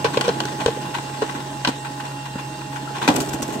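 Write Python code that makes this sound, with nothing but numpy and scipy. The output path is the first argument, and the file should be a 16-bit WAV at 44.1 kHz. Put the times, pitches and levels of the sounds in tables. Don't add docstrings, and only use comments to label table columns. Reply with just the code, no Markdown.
import sys
import numpy as np
from scipy import signal
from scipy.fft import rfft, irfft
from scipy.io import wavfile
from scipy.ndimage import uniform_filter1d

SR = 44100
rng = np.random.default_rng(int(sys.argv[2]) if len(sys.argv) > 2 else 0)


def transcribe(u):
    v = np.clip(np.atleast_2d(u).T, -1, 1)
    q = np.round(v * 32767).astype(np.int16)
    wavfile.write(sys.argv[1], SR, q)


N = 158760
T = np.arange(N) / SR
HZ = np.fft.rfftfreq(N, 1 / SR)
BURST_T = T[:SR // 6]
ATTACK_S = 0.00011

# time_s, level_db
LOAD_LEVEL = [(0, -37.5), (.22, -30.5), (.55, -34), (1.05, -38), (1.28, -34.5), (1.55, -41), (2.6, -47.5),
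              (2.95, -37), (3.17, -21.5), (3.28, -32.5), (3.46, -30.5), (3.55, -28.5), (3.6, -31)]
# frequency_hz, relative_level_db
CRACK_COLOUR = [(200, -74.5), (600, 2), (1000, 7), (1300, -1), (1700, 4), (2300, 0), (3000, 1), (4200, -1),
                (6000, -10), (9000, -58), (16000, -39)]
# frequency_hz, relative_level_db
FIZZ_COLOUR = [(1500, -30), (4000, -4), (6000, -1), (8000, -1), (9500, -10), (13000, -16), (16000, -25)]


def amp(db):
    return 10 ** (np.asarray(db) / 20)


def evened(x):
    return x / np.sqrt(np.mean(abs(x) ** 2) + 1e-20)


def read(points, hz=HZ):
    f, value = np.transpose(points)
    return np.interp(np.log(hz + 1), np.log(f + 1), value)


def level(points):
    return amp(np.interp(T, *np.transpose(points)))


def add(mix, s, sound):
    part = mix[..., max(round(s * SR), 0):][..., :sound.shape[-1]]
    part += sound[..., :part.shape[-1]]


def drift(rate_hz):
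    spectrum = rfft(rng.standard_normal(N))
    return evened(irfft(spectrum / (1 + (HZ / rate_hz) ** 4), N))


def ports(pair, spectrum):
    # frequency_hz, likeness (0-1)
    likeness = [(350, 0.92), (600, 0.57), (1000, 0.18), (2500, 0.42), (14000, .2)]
    # frequency_hz, left_minus_right_db
    balance = [(100, 1.5), (300, -3.5), (900, -1.5), (1300, 4), (2300, 2.5), (4200, -1), (6500, -2.5),
               (8000, 2.5), (12000, 2)]
    # frequency_hz, lead_rad
    lead = [(100, -0.5), (600, 0.37), (1000, 2), (1450, 7), (2400, 6), (3100, 3.5), (4200, 7.5)]
    cepstrum = irfft(np.log(evened(amp(read(spectrum)))), N)
    fold = np.r_[1, np.full(N // 2 - 1, 2), np.zeros(N - N // 2)]
    a, b = rfft(pair) * np.exp(rfft(cepstrum * fold))
    same = np.clip(read(likeness), 0, 1)
    side = amp(read(balance) / 2)
    left = a * side
    blend = same * a + np.sqrt(1 - same ** 2) * b
    right = blend * np.exp(-1j * read(lead)) / side
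    return irfft(np.array([left, right]), N)


def tone(hz, pan_db, unsteady):
    waver_hz, flutter_db, wobble_rad = 8.3, 3.5, 1.09
    wobble = unsteady * wobble_rad * drift(waver_hz)
    wave = np.sin(2 * np.pi * (hz * T + rng.random()) + wobble)
    flutter = amp(unsteady * flutter_db * drift(waver_hz))
    return amp([[pan_db / 2], [-pan_db / 2]]) * evened(wave * flutter)


def motor():
    # pitch_hz, level_db, left_minus_right_db, unsteadiness (0-1)
    steady_tones = [(61.6, -54, -3, 0.3), (136.2, -36.5, 0, 0.22), (286.3, -46.5, 1, 1),
                    (341.3, -51, -2, 1), (629, -52, 8.5, 0.64), (888.6, -52, 4, 1),
                    (1860, -61.5, -25, 0.46)]
    # time_s, level_db
    whine_level = [(0, -38), (.6, -35.5), (1.7, -39.5), (2.6, -40), (3, -36.5), (3.6, -39)]
    whistle_base_db, load_follow = -60.5, -0.21
    hum = sum(amp(db) * tone(hz, pan_db, unsteady) for hz, db, pan_db, unsteady in steady_tones)
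    whistle_gain = amp(whistle_base_db) * level(LOAD_LEVEL) ** load_follow
    whistle = whistle_gain * tone(2742, pan_db=-11.5, unsteady=0.98)
    whine = level(whine_level) * tone(839, pan_db=-11.5, unsteady=0.36)
    return hum + whistle + whine


def basket():
    # frequency_hz, relative_level_db
    rush_colour = [(62, -18), (100, -1.5), (150, 2.5), (215, -3.5), (300, 4), (400, -5.5), (520, -5.5),
                   (660, -12.5), (790, -7.5), (1000, 0.5), (1200, -10), (1750, -9), (2300, -20.5),
                   (2900, -10.5), (7000, -16.5), (8100, -12), (9400, -24), (15500, -30.5)]
    # time_s, gain_db
    rush_level = [(0, 5), (1.2, 3.5), (1.8, 2), (3.6, 1.5)]
    # frequency_hz, relative_level_db
    rumble_colour = [(30, -31), (70, -29), (130, -6.5), (195, -3), (235, -2), (320, 0), (420, -5.5),
                     (520, -11), (640, -4.5), (4000, -67)]
    rush_base_db, patch_db, swirl_db, lump_db = -38.5, 2, 0.5, 2.5
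    z = signal.stft(rng.standard_normal((2, N)), nperseg=512)[2]
    patches = rng.standard_normal(z.shape[1:])
    patches = uniform_filter1d(patches, size=7, axis=0)
    patches = evened(uniform_filter1d(patches, size=7, axis=1))
    patchy = signal.istft(z * amp(patch_db * patches), nperseg=512)[1][:, :N]
    air = evened(patchy * amp(swirl_db * drift(120)))
    lumps = evened(rng.standard_normal((2, N)) * amp(lump_db * drift(45)))
    rush = amp(rush_base_db) * level(rush_level) * ports(air, rush_colour)
    return rush + level(LOAD_LEVEL) * ports(lumps, rumble_colour)


def scrape(length, rise, grain_db=4):
    t = BURST_T
    shape = (1 - np.exp(-t / rise)) * np.exp(-(t / (2 * length)) ** 1.36)
    coarse = t[::30]
    unevenness = np.interp(t, coarse, rng.standard_normal(len(coarse)))
    grit = rng.standard_normal((2, len(t))) * amp(grain_db * unevenness)
    return evened(grit * shape) * np.sqrt(np.mean(shape ** 2))


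def lid(t):
    # pitch_hz, level_db, t60_s
    modes = [(1000, -9.5, 0.011), (1540, -5, 0.0085), (3040, -1.5, 0.0073), (4325, -7, 0.014)]
    spread = 0.039
    hz, db, t60 = np.transpose(modes)[:, :, None]
    detuned_hz = hz * (1 + spread * rng.uniform(-0.82, 1, hz.shape))
    turns = detuned_hz * t + rng.random((2, len(modes), 1))
    ringing = amp(db - 60 * t / t60) * np.sin(2 * np.pi * turns)
    return ringing.sum(1) * (1 - np.exp(-t / ATTACK_S))


def knocks():
    # start_s, scrape_length_s, thud_db, thud_pitch_hz, crack_db, fizz_db
    pieces = [(0.0445, 0.01, -13.5, 453, -19.5, -33), (0.172, 0.0029, -10.5, 478, -19, -30),
              (0.21, 0.0027, -20, 400, -18, -23.5), (0.24, 0.024, -22, 482, -29.5, -39),
              (0.28, 0.0025, -11, 483, -25.5, -29), (0.288, 0.0051, -11, 457, -22.5, -37),
              (0.4029, 0.0012, -27.5, 570, -14, -25.5), (.453, 0.0016, -22, 367, -28.5, -25.5),
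              (0.661, 0.0012, -6.5, 466, -15, -20.5), (0.673, 0.0086, -21.5, 433, -27.5, -39),
              (0.682, 0.0046, -11, 455, -46, -44), (0.772, 0.0031, -25, 485, -48, -52),
              (1.2194, 0.0074, -13, 424, -27, -38.5), (1.6485, 0.003, -41, 700, -13.5, -31),
              (1.6735, 0.0035, -16.5, 290, -19.5, -27), (1.685, 0.006, -12, 265, -27.5, -30),
              (2.356, 0.0018, -18.5, 250, -43, -54), (3.077, 0.0062, -9.5, 317, -14.5, -21),
              (3.087, 0.0068, -5.5, 283, -22, -36), (3.1, 0.0083, -9, 290, -29, -33),
              (3.343, .003, -18, 280, -52, -42), (3.427, 0.0047, -18.5, 326, -54, -26)]
    # frequency_hz, relative_level_db
    body_colour = [(40, -55), (100, -8), (200, -2), (400, -1), (650, 0), (1100, -10), (2000, -32),
                   (9000, -80)]
    ring_s = 0.019
    push = 0.35
    bounce, body_db = 0.45, -8
    snap_db, softening_db_per_s = 5.5, 700
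    thud, body, crack, fizz = np.zeros((4, 2, N))
    t = BURST_T
    for s, length, thud_db, hz, crack_db, fizz_db in pieces:
        wave = np.sin(2 * np.pi * hz * t)
        ring = wave * amp(-60 * t / ring_s)
        chatter = signal.fftconvolve(scrape(length, ATTACK_S)[0], ring)[:len(t)]
        blow = wave * amp(-60 * t / (ring_s + 4 * length)) * (1 - np.exp(-t / (push * length)))
        add(thud, s, amp(thud_db) * (2 * blow + bounce * evened(chatter) * np.std(blow)))
        add(thud, s, amp(crack_db + snap_db - softening_db_per_s * length) * lid(t))
        add(body, s, amp(thud_db + body_db) * scrape(length, ATTACK_S))
        add(crack, s, amp(crack_db) * scrape(length, ATTACK_S))
        add(fizz, s, amp(fizz_db) * scrape(length, ATTACK_S))
    return thud + ports(body, body_colour) + ports(crack, CRACK_COLOUR) + ports(fizz, FIZZ_COLOUR)


def kitchen(x):
    # frequency_hz, t60_s
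    room_decay = [(100, 0.48), (600, 0.28), (8000, 0.33)]
    # frequency_hz, relative_level_db
    echo_colour = [(550, -12), (1200, 0.5), (10000, -8.5)]
    room_db, near_db, near_decay_s = -11.5, -5, 0.0029
    hz, t, z = signal.stft(rng.standard_normal((2, N)), SR, nperseg=256)
    fading = z * amp(-60 * t / read(room_decay, hz)[:, None])
    tail = signal.istft(fading, SR, nperseg=256)[1][:, :N] * (T > 0.006)
    near = rng.standard_normal((2, N)) * np.exp(-T / near_decay_s) * (T > 0.001)
    echo = amp(room_db) * tail / np.linalg.norm(tail[0]) + amp(near_db) * near / np.linalg.norm(near[0])
    echo = ports(echo, echo_colour)[:, :SR // 2]
    return x + signal.fftconvolve(x, echo, axes=1)[:, :N]


def grains():
    per_s, spread_db = 1800, 4.5
    struck = rng.random(N) < per_s / SR
    size = amp(spread_db * np.minimum(rng.exponential(1, N), 4)) * struck
    return evened(size * rng.standard_normal((2, N)))


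def shreds():
    # start_s, length_s, level_db
    wet_pieces = [(0.134, 0.0092, -24), (0.478, 0.0048, -25), (0.596, 0.017, -27), (0.85, 0.0061, -29.5),
                  (0.939, 0.01, -22), (0.98, 0.0039, -22.5), (1.138, 0.0039, -29), (1.288, 0.0054, -24.5),
                  (1.348, 0.0056, -26), (1.844, 0.011, -30), (1.998, 0.0071, -27.5), (2.046, 0.011, -32),
                  (2.252, 0.0051, -26.5), (2.381, 0.012, -31), (2.608, 0.0062, -31), (2.722, 0.0091, -34),
                  (2.757, 0.0063, -26), (2.947, 0.019, -29), (3.013, 0.019, -24.5), (3.044, 0.0069, -28)]
    rise_s, fizz_db = 0.0064, -11.5
    rattle_base_db, load_follow = -25, 0.53
    start_hz, end_hz, fall_s, width_hz, squelch_db = 2030, 860, 0.0061, 170, -4.5
    swish = amp(rattle_base_db) * level(LOAD_LEVEL) ** load_follow * grains()
    squelch = np.zeros((2, N))
    pole = np.exp(-np.pi * width_hz / SR)
    pitch_hz = end_hz + (start_hz - end_hz) * np.exp(-BURST_T / fall_s)
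    turn = np.exp(2j * np.pi * np.cumsum(pitch_hz) / SR)
    for s, length, db in wet_pieces:
        rub = amp(db) * scrape(length, rise_s)
        add(swish, s, rub)
        smooth = signal.lfilter([1], [1, -pole], rub / turn)
        add(squelch, s, amp(squelch_db) * np.std(rub) * evened((turn * smooth).real))
    return ports(swish, CRACK_COLOUR) + amp(fizz_db) * ports(swish, FIZZ_COLOUR) + squelch


def drip():
    start_s, hz, peak_db, decay_s = 2.874, 1340, -28, 0.0025
    t = np.maximum(T - start_s, 0)
    envelope = np.e * t / decay_s * np.exp(-t / decay_s)
    return amp(peak_db) * envelope * np.sin(2 * np.pi * hz * t) * np.array([[1], [0.5]])


def pulp():
    # time_s, level_db
    spray_level = [(2.9, -75), (3.05, -50), (3.2, -34), (3.4, -58), (3.47, -41), (3.6, -52)]
    # start_s, length_s, level_db
    splats = [(3.16, 0.0028, -13.5), (3.201, 0.0095, -23.5), (3.288, 0.0043, -26.5), (3.33, 0.0082, -27),
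              (3.419, 0.0064, -25.5), (3.527, 0.016, -35.5)]
    # frequency_hz, relative_level_db
    wet_colour = [(300, 2.5), (1500, -6.5), (5500, -5), (7800, 0.5), (9500, -11.5), (12000, -8),
                  (16000, -17.5)]
    rise_s, left_db = 0.0017, 3
    wet = level(spray_level) * grains()
    for s, length, db in splats:
        add(wet, s, amp(db) * scrape(length, rise_s))
    return ports(wet, wet_colour) * amp([[left_db / 2], [-left_db / 2]])


def scene():
    return motor() + basket() + kitchen(knocks() + shreds() + pulp() + drip())


def record(dry):
    low_cut_hz, edge_hz = 58, 15900
    bass_cut = signal.butter(2, low_cut_hz, "high", fs=SR, output="sos")
    limited = np.clip(signal.sosfilt(bass_cut, dry), -1, 1)
    band = signal.firwin(401, edge_hz, window=("kaiser", 9), fs=SR)
    return signal.oaconvolve(limited, band[None], "same")


dry = scene()
out = record(dry)
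transcribe(out)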